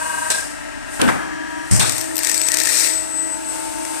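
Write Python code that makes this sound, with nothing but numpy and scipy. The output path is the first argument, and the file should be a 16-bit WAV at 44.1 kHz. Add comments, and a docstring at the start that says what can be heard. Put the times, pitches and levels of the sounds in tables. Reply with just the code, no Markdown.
"""Cutting press and belt conveyor in a factory hall.

Heard from near the machine on a two-port stereo microphone, most of it leaning left. The hydraulic pump
groans under load, a valve lets go, the head thuds and clanks and is lifted. Then the belt jerks into
motion with blasts of air, the cut sheet crackles as it peels away, and the belt drive whines."""
import sys
import numpy as np
from scipy import signal
from scipy.fft import rfft, irfft
from scipy.io import wavfile

SR = 44100
rng = np.random.default_rng(int(sys.argv[2]) if len(sys.argv) > 2 else 0)


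def wrap_up_sound(samples):
    """Save the sound to the file named by the first command line argument, as 16-bit audio."""
    columns = np.atleast_2d(samples).T
    # keep every value between -1 and 1, then stretch to whole-number steps
    tamed = np.clip(columns, -1, 1)
    steps = np.round(tamed * 32767).astype(np.int16)
    wavfile.write(sys.argv[1], SR, steps)


N = 176400
T = np.arange(N) / SR
FEED_START_S, HALL_T60_S = 1.69, 0.75
BASS_PAN_DB = 2.5  # every pan is left level minus right level

# phase of the microphone's right port against the left: f/Hz, phase/rad
PORT_PHASE = [(100, 3.05), (300, 2.74), (600, 2.55), (1000, 1.82), (1700, 1.1), (4000, 0.092)]
# blasts of air from the valves: t/s, level/dB, hold/s, t60/s, pan/dB
AIR_BLASTS = [(.301, 0.5, 0.01, 0.064, 5), (1.71, -5.5, 0.057, 0.21, 4.5), (1.794, 6, 0.0024, 0.038, 6)]


def amp(db):
    """Decibels to gain."""
    return 10 ** (np.asarray(db) / 20)


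def in_time(rows):
    """A curve in time, its points joined by straight lines."""
    return np.interp(T, *np.transpose(rows))


def at_hz(points, hz):
    """A spectrum read on a log-frequency axis."""
    freqs, values = np.transpose(points)
    return np.interp(np.log(np.maximum(hz, 1)), np.log(freqs), values)


def drift(rate_hz):
    """A smooth random wander with spread 1."""
    step, settle = 40, 2000
    pole = np.exp(-2 * np.pi * rate_hz * step / SR)
    white = rng.standard_normal(N // step + settle + 2)
    slow = signal.lfilter([1], [1, -2 * pole, pole * pole], white)[settle:]
    return np.interp(np.arange(N) / step, np.arange(len(slow)), slow / slow.std())


def noise(spectrum, pan_db):
    """Noise at the two ports: opposed in the bass, unrelated and panned by pan_db in the treble."""
    likeness = [(100, 1), (300, 0.99), (600, 0.91), (1000, 0.94), (1800, 0.033), (4000, 0.013)]  # between the ports: f/Hz, coherence
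    hz = np.arange(N // 2 + 1) * SR / N
    left, unrelated = rfft(rng.standard_normal((2, N)))
    alike = np.clip(at_hz(likeness, hz), 0, 1)
    right = (alike * left + np.sqrt(1 - alike ** 2) * unrelated) * np.exp(1j * at_hz(PORT_PHASE, hz))
    right *= amp(-at_hz([(350, BASS_PAN_DB), (2000, pan_db)], hz))
    low_cut = np.minimum(hz / spectrum[0][0], 1) ** 2
    # the hall's closely spaced resonances ripple the spectrum
    knots_hz = np.arange(0, SR / 2, 45)
    ripple_db = 2 * np.interp(hz, knots_hz, rng.standard_normal(len(knots_hz)))
    colour = amp(at_hz(spectrum, hz) + ripple_db * np.minimum(hz / 1500, 1)) * low_cut
    return irfft(np.array([left, right]) * colour, N) * np.sqrt(SR / 2)


def envelope(start, hold, t60, attack_s, tail_db):
    """Attack, hold and release, followed by the hall's tail."""
    attack = np.clip((T - start) / attack_s, 0, 1)
    after = np.maximum(T - start - hold, 0)
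    return attack * np.hypot(amp(-60 * after / t60), amp(tail_db - 60 * after / HALL_T60_S))


def bursts(hits, spectrum, attack_s, tail_db, rattle_db):
    """Blows or blasts that excite many close resonances at once."""
    rattle = amp(rattle_db * drift(62))
    return rattle * sum(noise(spectrum, pan) * amp(db) * envelope(start, hold, t60, attack_s, tail_db)
                        for start, db, hold, t60, pan in hits)


def struck(hits, modes, attack_s=0.0026):
    """A body's modes, set ringing by each hit and heard at the two ports."""
    out = np.zeros((2, N))
    for start, db, *_ in hits:
        age = np.maximum(T - start, 0)
        for hz, mode_db, t60 in modes:
            level = amp(db + mode_db - 60 * age / t60) * np.minimum(age / attack_s, 1)
            phase = 2 * np.pi * hz * age
            right = amp(-BASS_PAN_DB) * np.sin(phase + at_hz(PORT_PHASE, hz))
            out += level * np.array([np.sin(phase), right])
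    return out


def hall(feed_db=-2):
    """Room tone of the hall, easing a little once the belt feeds."""
    colour = [(25, -85), (48, -56.5), (100, -64.5), (190, -66.5), (290, -58.5), (470, -73.5), (680, -63.5),
              (900, -67), (1100, -70.5), (1550, -67.5), (1950, -73.5), (2600, -70), (3500, -79),
              (8300, -78), (14500, -102)]  # f/Hz, level/dB per Hz
    return noise(colour, pan_db=3.5) * amp(feed_db * np.clip((T - FEED_START_S) / .5, 0, 1))


def pump_tones(orders, start, end, pan_db, rise_s=0.025, fall_s=0.067, waver_db=2, wobble_rad=0.22):
    """Multiples of the shaft speed, each wavering a little, while one working state lasts."""
    shaft_speed = [(0, 24.48), (.3, 24.48), (.36, 24.84), (1, 24.84), (1.1, 24.62), (1.68, 24.62),
                   (1.8, 24.835)]  # t/s, rotation/Hz
    angle = 2 * np.pi * np.cumsum(in_time(shaft_speed)) / SR
    gate = np.clip((T - start) / rise_s, 0, 1) * np.exp(-np.maximum(T - end, 0) / fall_s)
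    out = np.zeros((2, N))
    for order, db in orders.items():
        phase = order * angle + rng.uniform(0, 2 * np.pi) + wobble_rad * drift(9.5)
        hz = order * shaft_speed[0][1]
        lean_db = at_hz([(350, BASS_PAN_DB), (900, pan_db)], hz) / 2
        level = np.sqrt(2) * amp(db + waver_db * drift(6.1))
        left = amp(lean_db) * np.sin(phase)
        right = amp(-lean_db) * np.sin(phase + at_hz(PORT_PHASE, hz))
        out += level * np.array([left, right])
    return out * gate


def pump(press_end_s=0.39, lift_start_s=1.165, lift_end_s=1.645, mid_feed_s=2.48, late_feed_s=3.31):
    """The pump strains until the first valve opens, idles, lifts the head and runs on with the belt."""
    # tones of each working state: multiple of shaft speed, level/dB
    straining = {38: -34.5, 39: -32, 40: -33.5, 46: -42, 104: -49, 117: -45}
    pressing = {12: -42, 26: -35, 52: -43, 64: -33.5, 65: -32.5, 66: -39, 68: -42}
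    idling = {2: -45, 11: -45, 12: -38, 24: -45, 26: -41.5, 36: -48, 40: -50.5, 53: -49.5, 65: -43, 66: -54,
              108: -56}
    lifting = {11: -47, 12: -35.5, 13: -34, 26: -44.5, 30: -51.5, 39: -37.5, 48: -45.5, 53: -46.5, 65: -49,
               66: -41, 68: -40, 69: -42.5, 130: -53.5, 234: -54}
    feeding = {2: -49, 11: -45.5, 12: -40, 13: -34, 24: -53, 26: -38.5, 35: -50, 36: -43.5, 39: -46.5, 53:
               -49, 65: -53, 66: -48.5, 108: -54.5, 247: -53}
    mid_feed = {78: -44.5}
    late_feed = {36: -37.5, 59: -50}
    return (pump_tones(straining, -1, AIR_BLASTS[0][0], pan_db=4)
            + pump_tones(pressing, -1, press_end_s, pan_db=4)
            + pump_tones(idling, press_end_s, lift_start_s, pan_db=8)
            + pump_tones(lifting, lift_start_s, lift_end_s, pan_db=6)
            + pump_tones(feeding, FEED_START_S, N / SR, pan_db=7)
            + pump_tones(mid_feed, mid_feed_s, late_feed_s, pan_db=8)
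            + pump_tones(late_feed, late_feed_s, N / SR, pan_db=8))


def line_hiss():
    """Oil and air hiss in the lines, further left once the belt runs."""
    colour = [(500, -6.5), (2500, -13), (3200, -16.5), (5000, -14.5), (6700, -11), (8300, -0.5),
              (10000, -10), (11500, -17.5), (14500, -23.5)]  # f/Hz, level/dB
    level = [(0, -59), (.39, -57.5), (.5, -72), (.85, -80), (.94, -61), (.99, -64), (1.1, -62.5),
             (1.4, -92), (1.49, -76), (1.64, -73.5), (1.75, -61.5), (2.98, -63), (3.44, -66), (3.53, -58.5),
             (3.8, -61.5), (3.95, -58)]  # t/s, level/dB
    hiss = np.where(T < FEED_START_S, noise(colour, pan_db=4.5), noise(colour, pan_db=7.5))
    return amp(in_time(level)) * hiss


def valves():
    """The valves blow off air, and a thin metal part rings after their clacks."""
    air_colour = [(200, -54.5), (600, -51), (1100, -53.5), (1400, -57), (2000, -54), (2750, -58),
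                  (3600, -68.5), (4500, -57.5), (5300, -51), (6700, -54), (8300, -44.5), (10500, -59.5),
                  (14500, -70.5)]  # f/Hz, level/dB
    rings = [(.301, -5, 0.014, 0.32, 0.5), (1.799, 0.5, 0.017, 0.42, 2)]  # t/s, level/dB, hold/s, t60/s, pan/dB
    ring_colour = [(1800, -90), (2600, -52), (3050, -64), (3600, -49.5), (4400, -55), (6500, -103)]  # f/Hz, level/dB
    return (bursts(AIR_BLASTS, air_colour, attack_s=0.0018, tail_db=-7.5, rattle_db=1.5)
            + bursts(rings, ring_colour, attack_s=0.0018, tail_db=-18, rattle_db=0.5))


def press_head():
    """The head comes down with dull blows; the die lands and seats, and the bed rings."""
    thuds = [(.994, -3.5, 0.044, 0.12, -0.5), (1.016, -0.5, 0.044, 0.29, 10), (1.076, -2, 0.011, 0.1, -4.5)]  # t/s, level/dB, hold/s, t60/s, pan/dB
    colour = [(40, -62), (90, -41), (170, -47), (245, -33.5), (380, -45.5), (490, -43), (700, -48),
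              (1200, -52.5), (1600, -48.5), (2000, -58.5), (2900, -59.5), (4000, -67.5), (14000, -78)]  # f/Hz, level/dB
    die_knocks = [(1.017, -10), (1.08, -21)]  # t/s, level/dB
    bed_modes = [(227, -9, .25), (258, 1, 0.29)]  # f/Hz, level/dB, t60/s
    return bursts(thuds, colour, attack_s=0.002, tail_db=-13, rattle_db=0) + struck(die_knocks, bed_modes)


def metal_clicks():
    """Sharp clicks of metal, with very little of the hall on them."""
    clicks = [(1.0148, 4.5, 0.0015, 0.023, 0), (1.7965, -5, .006, 0.077, -1)]  # t/s, level/dB, hold/s, t60/s, pan/dB
    colour = [(1000, -95), (2300, -50.5), (3100, -48), (3800, -54.5), (4600, -57), (6000, -59),
              (10500, -54.5), (14500, -83)]  # f/Hz, level/dB
    return bursts(clicks, colour, attack_s=0.00032, tail_db=-27, rattle_db=0.8)


def frame():
    """The steel frame clanks, its strongest modes ringing through the noise."""
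    clanks = [(1.085, 1.5, 0.011, 0.047, 6), (1.805, -9, 0.03, 0.44, 9)]  # t/s, level/dB, hold/s, t60/s, pan/dB
    colour = [(150, -40), (400, -43), (550, -50.5), (750, -44), (1650, -45.5), (1980, -50), (2250, -49.5),
              (2900, -66.5), (9000, -67.5), (14000, -84)]  # f/Hz, level/dB
    modes = [(907, -14, 0.14), (1258, -29, .11), (1590, -10.5, .09)]  # f/Hz, level/dB, t60/s
    return bursts(clanks, colour, attack_s=0.0028, tail_db=-6, rattle_db=-0.5) + struck(clanks, modes)


def belt():
    """The belt jerks into motion with a low boom."""
    jerks = [(1.710, -4.5), (1.722, 3), (1.753, -5), (1.791, -4)]  # t/s, level/dB
    boom_modes = [(109.2, -6, 0.67), (129.4, -18, 0.49), (177, -8, 0.19)]  # f/Hz, level/dB, t60/s
    return struck(jerks, boom_modes)


def sheet(pan_db=19, snap_gain_db=14, swell_s=2.8, swell_width_s=.07):
    """Well to the left, the cut sheet peels off in snaps that thicken to a tear; it rasps as it rubs."""
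    snap_events = [(1.764, -14.5), (1.829, -12), (1.8942, -7), (1.921, -12), (1.9804, -11.5), (1.9942, -22),
                   (2.0116, -13), (2.1558, -18), (2.167, -14), (2.18, -11), (2.1895, -11), (2.2327, -11),
                   (2.247, -8.5), (2.2702, -7.5), (2.2958, -4), (2.3148, -11), (2.344, -8), (2.3772, -8),
                   (2.4149, -7), (2.4854, -3.5), (2.5177, -6), (2.5402, -6), (2.5446, -7), (2.57, -7),
                   (2.5861, -7.5), (2.6008, -5), (2.616, -11.5), (2.635, -8.5), (2.656, -9.5), (2.6715, -7),
                   (2.6897, -8.5), (3.8505, -18)]  # t/s, relative level/dB
    peel_colour = [(200, -73), (450, -57.5), (800, -68.5), (1350, -66), (1870, -56.5), (2600, -57),
                   (3100, -65), (4000, -57.5), (5900, -53.5), (6900, -54), (8300, -47), (10900, -66.5),
                   (13800, -62)]  # f/Hz, level/dB
    treble_level = [(1.9, -7), (2.17, 5.5), (2.3, -12.5)]  # t/s, level/dB
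    treble_colour = [(7000, -88), (12500, -54)]  # f/Hz, level/dB
    snaps = sum(amp(db + snap_gain_db) * envelope(start, hold=.002, t60=.008, attack_s=.0004, tail_db=-38)
                for start, db in snap_events)
    snap_noise = noise(peel_colour, pan_db) + amp(in_time(treble_level)) * noise(treble_colour, pan_db)

    # fine crackle between the snaps, swelling once more before the sheet comes free
    crackle_level = [(1.7, -45), (1.82, -15), (2.02, -11), (2.14, -31), (2.2, -9), (2.22, -10), (2.28, -4),
                     (2.46, -8.5), (2.56, -6.5), (2.68, -3), (2.76, 1.5), (2.87, 0), (2.96, -10),
                     (3.1, -23)]  # t/s, level/dB
    swell_colour = [(3500, -78), (5600, -53), (7500, -74)]  # f/Hz, level/dB
    crackle = amp(in_time(crackle_level) + 2.2 * drift(220))
    swell = np.exp(-((T - swell_s) / swell_width_s) ** 2)
    crackle_noise = noise(peel_colour, pan_db=14) + swell * noise(swell_colour, pan_db)

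    rasp_level = [(2.15, -11), (2.3, -2), (2.45, -19), (2.5, -2), (2.68, 1), (2.8, -11), (3.3, -22),
                  (3.5, -48)]  # t/s, level/dB
    rasp_resonance = [(1300, -78), (1700, -58), (1870, -48.5), (2050, -63), (4000, -105)]  # f/Hz, level/dB
    rasp = amp(in_time(rasp_level) + 3.8 * drift(75))
    return snaps * snap_noise + crackle * crackle_noise + rasp * noise(rasp_resonance, pan_db)


def drive_whine(hz=8004, right_db=-32.5, right_follows=0.15):
    """The belt drive's switching tone swells and fades at the left port and stays faint at the right."""
    left_level = [(2.22, -57), (2.32, -21.5), (2.47, -15.5), (2.62, -47), (2.78, -29), (2.97, -16),
                  (3.07, -28.5), (3.2, -16), (3.28, -24.5), (3.34, -19.5), (3.4, -41), (3.5, -20),
                  (3.58, -45)]  # t/s, level/dB
    left_db = in_time(left_level)
    running = (T > left_level[0][0]) * (T < left_level[-1][0])
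    phase = 2 * np.pi * hz * T + .1 * drift(20)
    right_gain = amp(right_db + right_follows * (left_db - left_db.max()))
    return np.sqrt(2) * running * np.array([amp(left_db) * np.sin(phase), right_gain * np.cos(phase)])


def scene():
    """One press stroke and the feed after it, as they reach the microphone."""
    return (hall() + pump() + line_hiss() + valves() + press_head() + metal_clicks() + frame()
            + belt() + sheet() + drive_whine())


def record(dry, ceiling=0.94, cutoff_hz=14350):
    """The recorder rounds the peaks and cuts the top."""
    low_pass = signal.ellip(10, .2, 70, cutoff_hz, fs=SR, output="sos")
    return signal.sosfilt(low_pass, ceiling * np.tanh(dry / ceiling))


dry = scene()
out = record(dry)
wrap_up_sound(out)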